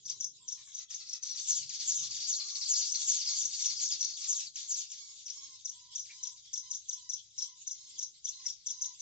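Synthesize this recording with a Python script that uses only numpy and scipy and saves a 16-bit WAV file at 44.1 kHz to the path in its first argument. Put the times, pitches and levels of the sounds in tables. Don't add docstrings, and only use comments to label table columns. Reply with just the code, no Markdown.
import sys
import numpy as np
from scipy import signal
from scipy.fft import rfft, irfft
from scipy.io import wavfile
from scipy.ndimage import uniform_filter1d

SR = 44100
rng = np.random.default_rng(int(sys.argv[2]) if len(sys.argv) > 2 else 0)


def unload_wav(signal):
    wavfile.write(
        sys.argv[1],
        SR,
        np.round(np.clip(np.atleast_2d(signal).T, -1, 1) * 32767).astype(np.int16),
    )


def convert_level_to_amplitude(level_db):
    exponent = np.asarray(level_db, float) / 20
    return 10 ** exponent


N = 397341

# (time after onset [ms], pitch [Hz], level [dB])
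SLIDE_STROKES = [
    [(-4, 7600, -30), (2, 7500, -6), (33, 6950, 2), (50, 6250, -2), (58, 5900, -25)],
    [(8, 6800, -30), (14, 6650, -6), (45, 6050, -2), (56, 5950, -12), (63, 5900, 3), (68, 5750, -8),
     (74, 5700, -30)],
    [(60, 5900, -30), (66, 5400, -10), (84, 4100, -19), (112, 3250, -26), (190, 2600, -36)],
    [(76, 7600, -30), (82, 7450, -5), (108, 6750, -5), (120, 6400, -30)],
    [(84, 6800, -30), (90, 6650, -7), (122, 6000, -8), (138, 5800, -30)],
    [(-6, 3450, -35), (2, 3350, -29), (45, 2950, -29), (60, 2800, -38)],
]
CHUCK_STROKES = [
    [(-3, 3800, -28), (0, 3550, 0), (7, 2650, -2), (15, 2200, -12), (32, 1750, -19), (46, 1350, -35)],
]
SECOND_STROKES = [
    [(-3, 5300, -35), (0, 6000, -3), (4, 6400, 0), (9, 6200, -1), (14, 6000, -10), (28, 6200, -32)],
    [(-2, 5200, -30), (1, 5700, -1), (8, 5700, -2), (12, 5200, -10), (18, 4400, -32)],
]


def rms_one(x):
    return x / np.sqrt(np.mean(x ** 2) + 1e-20)


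def band(x, low_hz, high_hz):
    return signal.sosfilt(signal.butter(2, [low_hz, high_hz], "band", fs=SR, output="sos"), x)


def coloured(x, spectrum):
    z, hz = rfft(x), np.linspace(1, SR / 2, N // 2 + 1)
    own = np.sqrt(uniform_filter1d(np.abs(z) ** 2, size=1500))
    table_hz, table_db = np.transpose(spectrum)
    want = convert_level_to_amplitude(np.interp(np.log(hz), np.log(table_hz), table_db))
    return rms_one(irfft(z * want / (own + 0.024 * own.mean()), N))


def bell(s, length_s):
    return np.exp(-((np.arange(N) / SR - s) / length_s) ** 2)


def swells(rows, calm_db):
    return convert_level_to_amplitude(calm_db) + sum(convert_level_to_amplitude(db) * bell(s, length_s) for s, length_s, db in rows)


def hush():
    # (centre [s], half-width to 1/e [s], depth [dB])
    lulls = [(0.317, 0.048, -25), (0.87, 0.02, -27), (1.206, 0.02, -23), (1.68, 0.039, -9.5),
             (2.092, 0.014, -8.5), (3.482, 0.045, -9), (4.526, 0.035, -17.5)]
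    return sum(depth_db * bell(s, length_s) for s, length_s, depth_db in lulls)


def calls(shape, rows, octave_db, rasp, vary, third_db=-40, wobble=.008):
    out = np.zeros(N + SR)
    flutter = rms_one(band(rng.standard_normal(N + SR), 240, 490))
    shake = 1 + wobble * rms_one(band(rng.standard_normal(N + SR), 70, 440))
    stretches = np.clip(1 + vary * rng.standard_normal(len(rows)), .6, 1.6)
    for (s, db, factor), stretch in zip(rows, stretches):
        for ms, hz, line_db in map(np.transpose, shape):
            start = max(round((s + ms[0] * stretch / 1000) * SR), 0)
            at = np.arange(start, round((s + ms[-1] * stretch / 1000) * SR))
            t_ms = (at / SR - s) * 1000 / stretch
            phase = 2 * np.pi * np.cumsum(factor * np.interp(t_ms, ms, hz) * shake[at]) / SR
            tone = np.sin(phase) + convert_level_to_amplitude(octave_db) * np.sin(2 * phase) + convert_level_to_amplitude(third_db) * np.sin(3 * phase)
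            gain = convert_level_to_amplitude(db + np.interp(t_ms, ms, line_db)) * (1 + rasp * flutter[at])
            out[at] += gain * tone * signal.windows.tukey(len(at), .12)
    return out[:N]


def canopy(x, scatter_db, t60, direct_db, left_db):
    left_lag_samples, sway_s = 2, .2
    t, step = np.arange(SR // 3) / SR, round(sway_s * SR)
    padded = np.pad(x, (step, 2 * step))
    pieces = np.lib.stride_tricks.sliding_window_view(padded, 2 * step)[::step]
    pieces = pieces * signal.windows.hann(2 * step, sym=False)
    decay = convert_level_to_amplitude(-60 * t / t60) * (1 - np.exp(-t / 0.0071))
    tail = rng.standard_normal((2, len(pieces), len(t))) * decay
    tail = convert_level_to_amplitude(scatter_db) * tail / np.sqrt(np.sum(tail ** 2, axis=2, keepdims=True))
    tail[0, :, left_lag_samples] += convert_level_to_amplitude(direct_db)
    tail[1, :, 0] += convert_level_to_amplitude(direct_db)
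    heard = signal.fftconvolve(pieces[None], tail, axes=2)
    out = np.zeros((2, N + 2 * SR))
    for k in range(len(pieces)):
        out[:, k * step:k * step + heard.shape[2]] += heard[:, k]
    return out[:, step:N + step] * convert_level_to_amplitude(np.array([[left_db / 2], [-left_db / 2]]))


def patchy(shared_db, x):
    out = signal.sosfilt(signal.butter(4, 1200, fs=SR, output="sos"), x)
    edges_hz = np.geomspace(1200, 9000, 10)
    for low_hz, high_hz in zip(edges_hz, edges_hz[1:]):
        own_db = 3 * rms_one(band(rng.standard_normal(N), 2, 9))
        out = out + convert_level_to_amplitude(shared_db + own_db - 2) * band(x, low_hz, high_hz)
    return out


def breeze():
    # (centre [s], half-width to 1/e [s], level [dB])
    gusts = [(0.05, 0.49, -77.5), (1.63, 0.071, -66), (2.03, 0.19, -69), (3.46, 0.074, -72.5),
             (3.78, 0.19, -77.5), (4.4, 0.13, -80.5)]
    # (centre [s], half-width to 1/e [s], level [dB])
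    flutters = [(0.2, 0.29, -83.5), (2.5, 0.074, -82.5), (2.81, 0.078, -74.5), (3.15, 0.087, -83.5),
                (3.46, 0.018, -69.5), (3.92, 0.16, -82), (5.46, 0.11, -87), (7.96, 0.16, -85)]
    # (frequency [Hz], density [dB per Hz])
    air_spectrum = [(15, -54.5), (25, -27), (112, -16.5), (269, -47), (781, -45.5), (1020, -39),
                    (1300, -60), (1700, -38.5), (2010, -29.5), (2330, -29.5), (3340, -5), (6280, -11),
                    (7620, 7.5), (8200, -43.5), (10700, -73.5), (18000, -120)]
    air_db, hush_share = -49.5, 0.24
    mid, side, leaf, hiss_left, hiss_right, lump = rng.standard_normal((6, N))
    lumps = convert_level_to_amplitude(0.46 * rms_one(band(lump, 5.2, 35)))
    pair = mid + 0.6 * side * np.array([[1], [-1]])
    rumble = swells(gusts, calm_db=-88.5) * lumps * rms_one(band(pair, 89, 163))

    dull = rms_one(band(band(leaf + 0.28 * pair, 150, 440), 230, 470))
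    flutter = swells(flutters, calm_db=-102) * lumps * dull * convert_level_to_amplitude(np.array([[4], [-6]]))

    shared = 2.1 * band(mid, 21, 130)
    hiss = np.array([coloured(own + shared, air_spectrum) for own in (hiss_left, hiss_right)])
    drift_db = 4.6 * rms_one(band(lump, 1.67, 6.04))
    air = convert_level_to_amplitude(air_db + hush_share * hush()) * patchy(drift_db, hiss)
    return rumble + flutter + air


def nasal_caller():
    # (time [s], length [s], pitch before bends [Hz], level [dB], overtone level before trims [dB])
    nasal_rows = [(0.087, 0.088, 1040, -79.5, 10), (0.391, 0.031, 1000, -72.5, -22),
                  (0.535, 0.067, 1035, -74.5, 7), (1.969, 0.14, 1178, -71.5, 0),
                  (2.33, 0.29, 1194, -71.5, 11), (2.89, 0.2, 1142, -73, -6), (3.244, 0.11, 1092, -70, 18),
                  (3.6, 0.13, 1097, -71.5, 7.5), (4.109, 0.26, 1204, -72, 1), (4.593, 0.18, 1054, -86, 17),
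                  (4.956, 0.17, 1114, -78, 18), (5.316, 0.25, 1088, -75, 13.5),
                  (5.709, 0.24, 993, -75.5, 3.5), (6.103, 0.23, 1016, -73, 8), (6.598, 0.14, 1021, -72, 8),
                  (6.908, 0.2, 1005, -76, 9.5), (7.372, 0.18, 1034, -76, 8.5),
                  (7.708, 0.36, 1062, -84, 17.5), (8.305, 0.16, 1030, -73.5, 9.5),
                  (8.719, 0.21, 1018, -73.5, 11.5)]
    overtone_trims = [-15.5, -10.5, -1.5, 3, 5.5, -7.5]
    rest_hz, sag_per_s = 914, 1.7
    out = np.zeros(N)
    waver = rms_one(band(rng.standard_normal(N), 14.0, 37))
    patches = [rms_one(band(n, 3, 14)) for n in rng.standard_normal((len(overtone_trims), N))]
    for s, length_s, first_hz, db, over_db in nasal_rows:
        sag_hz = (first_hz - rest_hz) * sag_per_s * length_s
        at = np.arange(round(s * SR), round((s + length_s) * SR))
        u = np.linspace(0, 1, len(at))
        hz = first_hz * (1 - 0.03 * (1 - u) ** 4.5) - sag_hz * u ** 2.6
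        phase = 2 * np.pi * np.cumsum(hz * (1 + 0.016 * waver[at])) / SR
        over = 0
        for k, trim_db in enumerate(overtone_trims):
            gain = convert_level_to_amplitude(over_db - 2.0 + trim_db + 3 * patches[k][at])
            over = over + gain * np.sin((k + 2) * phase)
        swell = np.sin(np.pi * u) ** 0.13 * (1 + 0.5 * waver[at])
        out[at] += convert_level_to_amplitude(db) * swell * (np.sin(phase) * (0.4 + 0.78 * u) + over * (1 - 0.066 * u))
    return canopy(out, scatter_db=5, t60=0.13, direct_db=-2.0, left_db=-2.0)


def whistler():
    # (time after onset [ms], pitch [Hz], level [dB])
    whistle_strokes = [
        [(0, 1950, -30), (12, 2200, -6), (26, 2400, 3), (40, 2250, -6), (56, 2000, -22), (76, 1650, -30)],
    ]
    # (time [s], level [dB], pitch factor [1])
    whistle_rows = [(6.084, -53.5, 1.001), (8.435, -62, .9)]
    sung = calls(whistle_strokes, whistle_rows, octave_db=-12.5, rasp=0.4, vary=0.018, wobble=.03)
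    return canopy(sung, scatter_db=-4, t60=0.13, direct_db=1.5, left_db=-1.5)


def crowd(count):
    # (time [s], level [dB])
    excitement = [(0.0, -51), (0.12, -36.5), (0.24, -88), (0.5, -49.5), (1.08, -40), (1.43, -34),
                  (2.56, -31), (2.76, -29), (3.79, -30), (4.47, -37.5), (4.82, -37), (5.07, -49),
                  (5.13, -45), (5.8, -54.5), (6.1, -47), (7.0, -55.5), (7.68, -55), (7.9, -48), (8.05, -55),
                  (9.01, -50)]
    # (frequency [Hz], density [dB per Hz])
    crowd_spectrum = [(650, -70.5), (1100, -38), (1780, -41), (2170, -28), (2590, -28), (3090, -21),
                      (4120, 4.5), (4670, -5), (5120, -11), (6060, -10), (7350, -15.5), (7800, -3),
                      (8200, -58.5), (10700, -62.5), (18000, -120)]
    calm_db, low_trim_db, low_follow = -65, -0.5, 0.92
    babble = 0
    for shape, octave_db in ((SECOND_STROKES, -6), (SLIDE_STROKES, -12), (CHUCK_STROKES, 8)):
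        when, loud, pitch = rng.random((count, 3)).T
        times_s = (np.arange(count) + 2 * when) / count * N / SR
        rows = np.transpose([times_s, 10 * loud, .78 + .34 * pitch])
        sung = calls(shape, rows, octave_db=octave_db, rasp=0.5, vary=.25,
                     third_db=octave_db - 4.5, wobble=.02)
        babble = babble + canopy(sung, scatter_db=-2, t60=0.2, direct_db=-7, left_db=0)
    babble = np.array([coloured(ear, crowd_spectrum) for ear in babble])
    babble = babble * convert_level_to_amplitude(np.array([[1.7], [-1.7]]))
    level_db = np.interp(np.arange(N) / SR, *np.transpose(excitement))
    low_db = calm_db + low_trim_db + low_follow * (level_db - calm_db)
    hush_db = hush()
    out = 0
    for (low_hz, high_hz), db in (((4300, 8200), level_db), ((1000, 4300), low_db)):
        part = band(babble, low_hz, high_hz)
        power = uniform_filter1d(np.mean(part ** 2, axis=0), size=4000)
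        out = out + convert_level_to_amplitude(db + hush_db) * part / np.sqrt(power + 0.15 * power.mean())
    return out


def scolds():
    # (time after onset [ms], pitch [Hz], level [dB])
    scold_strokes = [
        [(-2, 1430, -30), (3, 1400, -4), (22, 1300, -10), (41, 1150, -35)],
        [(-3, 2200, -28), (4, 2100, 1), (27, 2000, -7), (43, 1800, -33)],
    ]
    # (time [s], level [dB], pitch factor [1])
    scold_rows = [(0.573, -65, 0.89), (0.67, -64, 0.81), (0.789, -61, 0.97), (0.8992, -60.5, 0.91),
                  (1.0021, -61, 0.97), (1.134, -59.5, 0.95), (1.225, -64, 0.91), (1.3448, -60, 0.94),
                  (1.476, -70, 0.76)]
    sung = calls(scold_strokes, scold_rows, octave_db=7.5, rasp=0.4, vary=0.11, third_db=-4.5)
    return canopy(sung, scatter_db=-4.5, t60=0.26, direct_db=-8.5, left_db=-1.0)


def chucks():
    # (time [s], level [dB], pitch factor [1])
    chuck_rows = [(0.9043, -46.5, 1), (1.693, -40, 0.96), (1.8, -41, 0.94), (2.049, -53, 0.68),
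                  (2.108, -41.5, 1), (2.168, -50, 0.69), (2.43, -57.5, 0.83), (3.5294, -40, 1.05),
                  (3.932, -48, 0.99), (4.089, -45, 0.98), (4.2422, -38.5, 1.0), (4.394, -40.5, 1.01),
                  (4.557, -40, .98), (4.6291, -51.5, 0.97), (4.915, -42, 1.1), (5.2804, -47.5, 0.92),
                  (5.4655, -54.5, 0.91), (6.052, -51.5, 0.92), (8.397, -53.5, 0.9)]
    sung = calls(CHUCK_STROKES, chuck_rows, octave_db=17, rasp=0.3, vary=.08, third_db=8, wobble=.018)
    return canopy(sung, scatter_db=-10, t60=0.2, direct_db=-11, left_db=3.5)


def pips():
    # (time after onset [ms], share of pitch [1], level [dB])
    pip_strokes = [
        [(-4, 1.05, -28), (4, 1.02, 0), (12, 1.0, -2), (22, 0.94, -10), (30, 0.9, -30)],
    ]
    # (time [s], level [dB], pitch [Hz])
    pip_rows = [(1.6796, -45, 4240), (2.034, -36, 4240), (2.1173, -38, 4520), (2.2382, -30.5, 4610),
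                (2.333, -27, 4420), (2.548, -33.5, 4500), (2.657, -27.5, 4640), (2.7555, -23, 4850),
                (2.857, -34, 4740), (3.1687, -46, 4720), (3.271, -23, 4970), (3.3626, -30.5, 4620),
                (3.5366, -29, 4650), (3.7643, -29.5, 4850), (3.9172, -23, 4930), (4.468, -35.5, 4410)]
    sung = calls(pip_strokes, pip_rows, octave_db=-40, rasp=0.48, vary=0.045)
    return canopy(sung, scatter_db=-9, t60=0.12, direct_db=-6, left_db=3.0)


def dives():
    # (time after onset [ms], pitch [Hz], level [dB])
    dive_strokes = [
        [(-8, 5900, -25), (0, 5850, -7), (20, 5900, 0), (26, 5500, -5), (38, 4300, -11), (58, 3900, -13),
         (66, 4100, -28)],
    ]
    # (time [s], level [dB], pitch factor [1])
    dive_rows = [(1.296, -31, .99), (1.484, -27, 1.03)]
    sung = calls(dive_strokes, dive_rows, octave_db=-39, rasp=0.22, vary=0.0066)
    return canopy(sung, scatter_db=-17, t60=0.12, direct_db=-3.5, left_db=6.0)


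def slides():
    # (time [s], level [dB])
    slide_rows = [(1.4717, -25.5), (1.862, -27), (2.2694, -28.5), (2.6764, -25), (2.7697, -32),
                  (3.065, -24.5), (3.2713, -35), (3.3572, -33), (3.7984, -30), (4.27, -27), (4.68, -30)]
    rows = [(s, db, 1) for s, db in slide_rows]
    sung = calls(SLIDE_STROKES, rows, octave_db=-20.5, rasp=0.6, vary=.05, wobble=.015)
    return canopy(sung, scatter_db=-6, t60=0.18, direct_db=-2, left_db=4.0)


def double_chirps():
    # (time after onset [ms], pitch [Hz], level [dB])
    chirp_strokes = [
        [(-4, 5700, -35), (0, 5900, 2), (4, 5950, 4), (8.5, 5800, 1), (11, 5100, -18), (15, 4400, -20),
         (21, 3700, -19), (28, 3350, -20), (33, 4300, -24), (36, 5700, -22)],
        [(-10, 5500, -40), (-7, 5800, -10), (-4, 6400, -4), (3, 7150, -9), (9, 7050, -12), (15, 6700, -35)],
    ]
    # (time [s], level [dB], second stroke against the first [dB])
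    chirp_rows = [(0.0611, -35.5, 7), (0.207, -30.5, 2.5), (0.4852, -32.5, 1), (0.7493, -35, -0.5),
                  (0.909, -39, 5.5), (1.0944, -37.5, 6.5), (1.232, -32, -4), (1.359, -36.5, 3),
                  (2.9201, -27.5, 0), (3.4173, -31, 5), (3.622, -27.5, 3.5), (4.01, -26.5, 0),
                  (5.2636, -38, 4.5), (5.655, -31, -3), (5.9579, -30.5, -4), (6.235, -30.5, -3),
                  (6.538, -30.5, -1), (6.7115, -29.5, -3.5), (6.8926, -29.5, -2), (7.0977, -30.5, 1.5),
                  (7.385, -31, 2), (7.6747, -31.5, 0), (7.9902, -31.5, 1), (8.2512, -30, 0),
                  (8.4636, -28.5, -4), (8.668, -29.5, -0.5), (8.8196, -28, -4), (9.0029, -37, -1)]
    second_after_s, pitch_spread = .0355, 0.0228
    s, db, second_db = np.transpose(chirp_rows)
    pitch = 1 + pitch_spread * rng.standard_normal(len(s))
    first_rows = np.transpose([s, db, pitch])
    second_rows = np.transpose([s + second_after_s, db + second_db, pitch])
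    first = calls(chirp_strokes, first_rows, octave_db=8, rasp=0.4, vary=.05, wobble=.028)
    second = calls(SECOND_STROKES, second_rows, octave_db=-15.5, rasp=0.39, vary=0.1, wobble=0.018)
    return canopy(first + second, scatter_db=-6.5, t60=0.19, direct_db=-3, left_db=4.8)


def scene():
    far_birds = nasal_caller() + whistler()
    near_birds = scolds() + chucks() + pips() + dives() + slides() + double_chirps()
    return breeze() + far_birds + crowd(count=220) + near_birds


def top_cut(x):
    return signal.sosfilt(signal.butter(12, 8630, fs=SR, output="sos"), x)


def record(dry):
    cut = signal.sosfilt(signal.cheby2(12, 70, 8770, fs=SR, output="sos"), dry)
    hiss = convert_level_to_amplitude(-112) * rng.standard_normal(dry.shape)
    return top_cut(cut + hiss)


dry = scene()
out = record(dry)
unload_wav(out)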